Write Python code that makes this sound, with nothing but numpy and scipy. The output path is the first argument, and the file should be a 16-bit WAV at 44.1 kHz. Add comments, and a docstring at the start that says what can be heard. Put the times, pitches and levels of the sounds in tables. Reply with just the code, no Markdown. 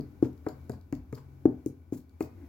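"""Finger taps on a skate boot

A finger taps along the hard plastic shell of an ice skate boot, close to the microphone in a small, quiet room.
Each tap sums damped sines: a low thump, a hollow knock of the side wall and a brief ring of the shell.
Noise bursts and a short high ping make the nail's click; grainy noise makes its skids.
Light ticks, sleeve rustles and deep bumps of the swaying boot fall between the taps.
The room answers with a few low modes and a short noise tail, over faint rumble, hiss, whines and a low hum."""
import sys
import numpy as np
from scipy import signal
from scipy.fft import rfft, irfft, next_fast_len
from scipy.io import wavfile
from scipy.ndimage import uniform_filter1d

SR = 44100
rng = np.random.default_rng(int(sys.argv[2]) if len(sys.argv) > 2 else 0)


def waveform_to_disk(signal):
    """Save audio, clipped to [-1, 1], as 16-bit WAV at the path in sys.argv[1]."""
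    frames = np.transpose(np.atleast_2d(signal))
    scaled = np.clip(frames, -1, 1) * 32767
    samples = np.round(scaled).astype(np.int16)
    wavfile.write(sys.argv[1], SR, samples)


N = 109544  # samples in the scene


def amp(db):
    """Decibels to gain."""
    return 10 ** (np.asarray(db) / 20)


def unit(x):
    """Scaled to rms 1."""
    return x / np.sqrt(np.mean(x ** 2) + 1e-20)


def along(points, hz):
    """Read a curve of (Hz, value) points on a log frequency axis."""
    f, v = np.transpose(points)
    return np.interp(np.log(hz + 1), np.log(f + 1), v)


def fade(t, t60):
    """Exponential decay by 60 dB in t60 seconds."""
    return np.exp(-np.log(1000) * t / t60)


def swell(s, width, db):
    """A bell-shaped level stroke centred on time s."""
    t = np.arange(N) / SR
    return amp(db) * np.exp(-((t - s) / width) ** 2 / 2)


def filtered(x, response):
    """Multiply the spectrum of x by a response of frequency, padded against wrap-around."""
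    n = x.shape[-1]
    m = next_fast_len(n + SR // 4)
    hz = np.fft.rfftfreq(m, 1 / SR)
    return irfft(rfft(x, m) * response(hz), m)[..., :n]


def noise(spectrum, size):
    """Coloured noise of rms 1."""
    return unit(filtered(rng.standard_normal(size), lambda hz: amp(along(spectrum, hz))))


def ring(t, hz, t60, rise):
    """One damped mode with a soft start."""
    return np.sin(2 * np.pi * hz * t) * fade(t, t60) * (1 - np.exp(-t / rise)) ** 2


def lean(db):
    """Gains that raise the left by db and lower the right by as much."""
    return amp(np.array([[db], [-db]]))


def add(track, s, sound):
    """Mix a sound into the track at time s, trimmed at both ends of the track."""
    i = round(s * SR)
    part = sound[..., max(-i, 0):N - i]
    start = max(i, 0)
    track[..., start:start + part.shape[-1]] += part


# Stereo likeness of diffuse sound. Each row: frequency in Hz, left-right correlation (0 to 1).
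LIKENESS = [(100, 0.97), (300, 0.85), (700, 0.2), (2000, 0.13), (5000, .1), (15000, .05)]


def spread(pair):
    """Two unrelated signals become left and right, alike in the bass and separate in the treble."""
    def mid_side_gains(hz):
        turn = np.arccos(np.clip(along(LIKENESS, hz), -1, 1)) / 2
        return np.array([np.cos(turn), np.sin(turn)])

    mid, side = filtered(pair, mid_side_gains)
    return np.array([mid + side, mid - side])


ROOM_LEAN_DB = 1.46  # raises the left, lowers the right

# Colour of the rumble and hiss. Each row: frequency in Hz, relative level in dB.
AIR_COLOUR = [(20, -28.5), (35, -17), (55, -9), (86, 9.5), (110, -18), (190, -14.5), (280, -6.5),
              (380, -17.5), (500, -24), (1000, -31), (1800, -39), (2250, -39.5), (3000, -45), (6500, -46.5),
              (8600, -53), (12000, -45.5), (15500, -44)]
# Narrow whines in the air. Each row: centre in Hz, half width in Hz, rise over the colour in dB.
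WHINES = [(820, 15, 8), (1020, 35, 3), (1480, 24, 11), (2300, 49, 10)]
# Slow drift of the air. Each row: time in seconds, level in dB before AIR_LIFT_DB.
AIR_DRIFT = [(0, -53.5), (.4, -54), (.65, -52), (.85, -58), (1.3, -55), (1.6, -55), (1.85, -59), (2.1, -59),
             (2.48, -51.5)]
AIR_LIFT_DB = 4


def air():
    """Room rumble and microphone hiss: coloured noise with narrow peaks and a drifting level."""
    def response(hz):
        peaks = sum(db / (1 + ((hz - f) / width) ** 2) for f, width, db in WHINES)
        return amp(along(AIR_COLOUR, hz) + peaks)

    level_db = AIR_LIFT_DB + np.interp(np.arange(N) / SR, *np.transpose(AIR_DRIFT))
    return lean(ROOM_LEAN_DB) * amp(level_db) * unit(filtered(spread(rng.standard_normal((2, N))), response))


HUM_HZ = 134
# The hum's comings and goings. Each row: time in seconds, sine peak in dB before the stereo lean.
HUM_LEVEL = [(0, -53), (.4, -68), (.55, -51.5), (1.0, -66), (1.35, -49.5), (1.6, -62), (2.48, -72)]


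def hum():
    """A low steady sine whose level comes and goes."""
    t = np.arange(N) / SR
    level = amp(np.interp(t, *np.transpose(HUM_LEVEL)))
    return lean(ROOM_LEAN_DB) * level * np.sin(2 * np.pi * HUM_HZ * t)


# Standing waves of the room. Each row: frequency in Hz, level in dB, decay time t60 in seconds.
ROOM_MODES = [(93, -14.5, .4), (137, -12.5, 0.2), (254, 1.5, 0.3), (293.9, -6.5, 0.22), (390, -12.5, .3),
              (425, -14, 0.08), (606, -2.5, 0.093)]
# Decay of the diffuse tail. Each row: frequency in Hz, t60 in seconds.
TAIL_T60 = [(150, 0.29), (500, 0.27), (2000, 0.37), (6000, 0.17), (15000, 0.15)]
# Colour of the diffuse tail. Each row: frequency in Hz, level in dB against the direct sound.
TAIL_COLOUR = [(60, -14), (130, -4), (200, -7), (300, -23), (450, -11.5), (700, -10), (2000, -13),
               (5000, -3.5), (15000, -3.5)]
TAIL_BUILD_S, ROOM_MODE_DELAY_S = 0.011, 0.01374


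def room(sound):
    """The room's answer to a sound: a diffuse tail and low standing waves."""
    # all bands of noise build up alike, and each dies at its own rate
    hz, s, bands = signal.stft(rng.standard_normal((2, SR // 2)), SR, nperseg=256)
    t60 = along(TAIL_T60, hz)[:, None]
    shape = fade(s, t60) * (1 - np.exp(-s / TAIL_BUILD_S))
    tail = signal.istft(bands * shape, SR, nperseg=256)[1]
    tail = spread(tail / np.linalg.norm(tail[0]))
    tail = filtered(tail, lambda f: amp(along(TAIL_COLOUR, f)))
    t = np.maximum(np.arange(tail.shape[1]) / SR - ROOM_MODE_DELAY_S, 0)
    waves = 0
    for f, db, life in ROOM_MODES:
        gain = amp(db) * 2 * np.log(1000) / (life * SR)  # evens out long and short modes
        waves = waves + gain * np.sin(2 * np.pi * f * t) * fade(t, life)
    answer = signal.fftconvolve(sound[None], tail + waves, axes=1)[:, :len(sound)]
    return lean(ROOM_LEAN_DB) * answer


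# Lead of the left microphone port. Each row: frequency in Hz, phase between the ports in radians.
LEFT_LEAD = [(100, 0.044), (300, 0.32), (700, 1.2), (1500, 1.3), (2300, 0.41), (5000, 1.5), (15000, 2.1)]
BOOT_LEAN_DB, TREBLE_EXTRA_LEAN_DB = 2, 1.36  # raise the left, lower the right


def heard(sound, lean_db):
    """A sound on the boot reaches the left port first and louder, then the room answers."""
    port_share = np.array([[.5], [-.5]])  # left early, right late
    direct = filtered(sound, lambda hz: np.exp(1j * along(LEFT_LEAD, hz) * port_share))
    return lean(lean_db) * direct + room(sound)


# Strokes of the sleeve. Each row: middle in seconds, bell width in seconds, level in dB.
RUSTLES = [(.15, 0.044, -74), (2.418, 0.042, -53)]
# Colour of the cloth. Each row: frequency in Hz, relative level in dB.
CLOTH_COLOUR = [(150, 3), (290, 30.5), (500, 7), (1000, -16), (2200, 0.5), (3000, -24), (6000, -22.5),
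                (9000, -50.5), (15000, -33)]


def rustles():
    """The sleeve rustles as the arm moves: swells of soft cloth noise."""
    strokes = sum(swell(*row) for row in RUSTLES)
    return heard(strokes * noise(CLOTH_COLOUR, N), BOOT_LEAN_DB)


# The boot sways in the holding hand. Each row: middle in seconds, bell width in seconds, level in dB.
SWAYS = [(0.974, 0.061, -51), (1.49, 0.018, -54)]
# Colour of the sway. Each row: frequency in Hz, relative level in dB.
SWAY_COLOUR = [(20, -30), (40, -5.5), (60, 13.5), (90, -9), (200, -43), (1000, -90)]


def sways():
    """Deep bumps of low noise as the boot sways, equal at both ports and without room."""
    return sum(swell(*row) for row in SWAYS) * noise(SWAY_COLOUR, N)


# Skids of the finger. Each row: middle in seconds, bell width in seconds, level in dB, tilt in dB per octave.
SKIDS = [(.248, 0.015, -55, -1), (0.483, 0.023, -58, -3.5), (0.738, 0.0087, -57, -2.5),
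         (1.135, .008, -62.5, 1.5), (1.179, 0.0087, -53.5, -2), (1.94, .009, -52.5, 4),
         (1.979, 0.0068, -56, 6), (2.222, 0.011, -53.5, 4)]
# Colour of the friction before the tilt. Each row: frequency in Hz, relative level in dB.
SKID_COLOUR = [(300, -6), (1000, 21), (2200, 3), (3100, -2.5), (5000, -1.5), (7500, 2), (9000, -7.5),
               (15000, -1)]
TILT_PIVOT_HZ, SKID_ROUGH_DB = 800, 3.5  # roughness is the rms level wobble


def tilted(spectrum, tilt_db):
    """A spectrum made brighter or duller by tilt_db per octave."""
    return [(hz, db + tilt_db * np.log2(hz / TILT_PIVOT_HZ)) for hz, db in spectrum]


def skids():
    """Grainy friction as the finger slides a little on the textured shell."""
    rub = sum(swell(s, width, db) * noise(tilted(SKID_COLOUR, tilt_db), N)
              for s, width, db, tilt_db in SKIDS)
    wobble = unit(uniform_filter1d(rng.standard_normal(N), size=40))  # grains of about 1 ms
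    grain = unit(amp(SKID_ROUGH_DB * wobble))
    return heard(grain * rub, BOOT_LEAN_DB)


# The nail touches again or the boot shifts. Each row: start in seconds, level in dB, t60 in seconds.
TICKS = [(.009, -50, 0.0068), (.256, -52, 0.0098), (0.331, -57.5, .008), (.378, -61.5, .008),
         (.486, -46.5, .022), (0.4903, -54.5, 0.013), (0.614, -65, 0.009), (0.7191, -51.5, 0.012),
         (.812, -60.5, 0.014), (0.9515, -50.5, 0.0091), (1.148, -52.5, 0.012), (1.1524, -49, 0.02),
         (1.977, -52, 0.0077), (2.0043, -61, .008), (2.095, -62, 0.007), (2.226, -46, .018),
         (2.2478, -53.5, 0.008)]
# Colour of a tick. Each row: frequency in Hz, relative level in dB.
TICK_COLOUR = [(800, -22), (3200, -5.5), (4800, 7.5), (6000, -2.5), (7300, 2), (8800, -16.5), (12000, 1.5),
               (15500, 0.5)]


def ticks():
    """Tiny contacts, too light to ring the shell: short fading noise bursts."""
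    out, t = np.zeros((2, N)), np.arange(SR // 4) / SR
    for s, db, t60 in TICKS:
        tick = amp(db) * noise(TICK_COLOUR, len(t)) * fade(t, t60)
        add(out, s, heard(tick, BOOT_LEAN_DB + TREBLE_EXTRA_LEAN_DB))
    return out


CONTACT_HZ = 1480  # where a tap's dullness is read


def softened(dull_db, hz):
    """A soft contact lasts longer and so loses treble ever more steeply (dB)."""
    return -abs(dull_db) * (hz / CONTACT_HZ) ** 2


# The shell's higher modes. Each row: pitch in Hz before detuning, level in dB over the tap's shell level
# before softening, t60 in seconds.
SHELL_MODES = [(481, 1, 0.012), (633, -5.5, 0.067), (722, -4, 0.045), (908, -1, 0.02), (1037, 3, 0.012),
               (1155, -6.5, .03), (1268, -8.5, .035), (1680, -14.5, 0.018), (1880, -17, 0.0095),
               (2066, -8.5, 0.042), (2180, -9, 0.021), (2434, -7, 0.016)]
# Dense, quickly damped ring between those modes. 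Each row: frequency in Hz, relative level in dB.
CRACK_COLOUR = [(200, -21.5), (500, 4.5), (1100, -3), (1600, 4), (2400, 4.5), (2900, -24.5), (6000, -49),
                (15000, -73)]
CRACK_DB, CRACK_T60_S = -9, 0.027  # level against the tap's shell level
SPOT_DETUNE = 0.034  # typical share by which the higher modes shift from spot to spot
SHELL_ONSET_S = 0.0005


def shell_ring(t, shell_db, dull_db):
    """The struck shell rings in many modes over a dense crack; a dull contact excites less treble."""
    modes = 0
    for k, (hz, db, t60) in enumerate(SHELL_MODES):
        level_db = shell_db + db + softened(dull_db, hz) + rng.normal(0, 0.5)
        pitch = hz * (1 + SPOT_DETUNE * rng.normal())
        sign = (-1) ** k  # neighbouring modes start in opposite directions
        modes = modes + sign * amp(level_db) * ring(t, pitch, t60, SHELL_ONSET_S)
    colour = [(hz, db + softened(dull_db, hz)) for hz, db in CRACK_COLOUR]
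    crack = noise(colour, len(t)) * fade(t, CRACK_T60_S) * (1 - np.exp(-t / SHELL_ONSET_S))
    return modes + amp(shell_db + CRACK_DB) * crack


# Colour of the nail's click. Each row: frequency in Hz, relative level in dB.
NAIL_COLOUR = [(500, -23.5), (2000, 0.5), (3100, -11), (4500, 6), (7300, 2), (8600, -0.5), (11000, 5.5),
               (15500, 4.5)]
CLICK_T60_S, PING_DB, PING_T60_S = 0.0092, 0, 0.0041  # ping level is over the tap's nail level


def nail_click(t, nail_db, nail_hz):
    """The hard nail gives a fading noise click and a very short high ping."""
    click = noise(NAIL_COLOUR, len(t)) * fade(t, CLICK_T60_S)
    ping = amp(PING_DB) * np.sin(2 * np.pi * nail_hz * t) * fade(t, PING_T60_S)
    return amp(nail_db) * (click + ping)


# The taps. Each row: start in seconds (below zero: begun before the scene), thump in dB, wall pitch in Hz,
# wall in dB, wall t60 in seconds, wall rise in seconds, rib pitch in Hz, rib in dB, shell in dB,
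# dullness in dB lost at CONTACT_HZ (sign ignored), nail in dB, nail pitch in Hz.
# Thump, wall and rib levels are before the soft start.
TAPS = [(-.011, -20, 307, -11, 0.04, 0.0021, 388, -20, -41, -3.5, -51, 5950),
        (0.2254, -20.5, 318, 6.5, 0.023, 0.0032, 380, -23.5, -30.5, -14, -48, 4980),
        (0.4651, -24, 309, -15.5, 0.048, 0.0021, 419, -14, -26.5, -9, -51.5, 4830),
        (0.6958, -26.5, 237, -16.5, 0.026, 0.0024, 403, -19, -33.5, -7, -43.5, 7200),
        (0.9257, -26.5, 284, -17.5, 0.056, 0.0014, 444, -30.5, -38.5, -1.5, -45, 7060),
        (1.1271, -25.5, 261, -20.5, 0.023, 0.0017, 422, -22, -40, -4, -52.5, 6900),
        (1.4545, -21.5, 315.4, 9, 0.029, 0.0039, 370.4, -3.5, -25.5, -15.5, -53.5, 6900),
        (1.6613, -27.5, 313.6, -7.5, 0.033, 0.0031, 371.6, -18, -53, -5, -42, 6150),
        (1.9238, -27, 294.4, -10.5, .03, 0.0021, 358.5, -20.5, -36.5, -29, -55, 6600),
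        (2.2067, -31, 318, -16, 0.056, 0.0011, 380, -15.5, -31, 0.5, -42, 7370)]
THUMP_HZ, THUMP_T60_S, THUMP_RISE_S = 122.2, 0.053, 0.0025  # the whole boot gives in the hand
RIB_T60_S, RIB_RISE_S = 0.036, 0.0028


def taps():
    """Each spot of the boot has its own wall pitch; the finger pad gives a dull knock, the nail a bright one."""
    out, t = np.zeros((2, N)), np.arange(SR // 2) / SR
    for (s, thump_db, wall_hz, wall_db, wall_t60, wall_rise, rib_hz, rib_db,
         shell_db, dull_db, nail_db, nail_hz) in TAPS:
        thump = amp(thump_db) * ring(t, THUMP_HZ, THUMP_T60_S, THUMP_RISE_S)
        wall = amp(wall_db) * ring(t, wall_hz, wall_t60, wall_rise)
        rib = amp(rib_db) * ring(t, rib_hz, RIB_T60_S, RIB_RISE_S)
        # wall and rib start against the thump
        knock = thump - (wall + rib) + shell_ring(t, shell_db, dull_db)
        nail = nail_click(t, nail_db, nail_hz)
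        add(out, s, heard(knock, BOOT_LEAN_DB) + heard(nail, BOOT_LEAN_DB + TREBLE_EXTRA_LEAN_DB))
    return out


def scene():
    """Everything at the two microphone ports."""
    return air() + hum() + rustles() + sways() + skids() + ticks() + taps()


TOP_HZ = 16100


def record(dry):
    """The recorder keeps nothing above its band limit."""
    return filtered(dry, lambda hz: hz < TOP_HZ)


dry = scene()
out = record(dry)
waveform_to_disk(out)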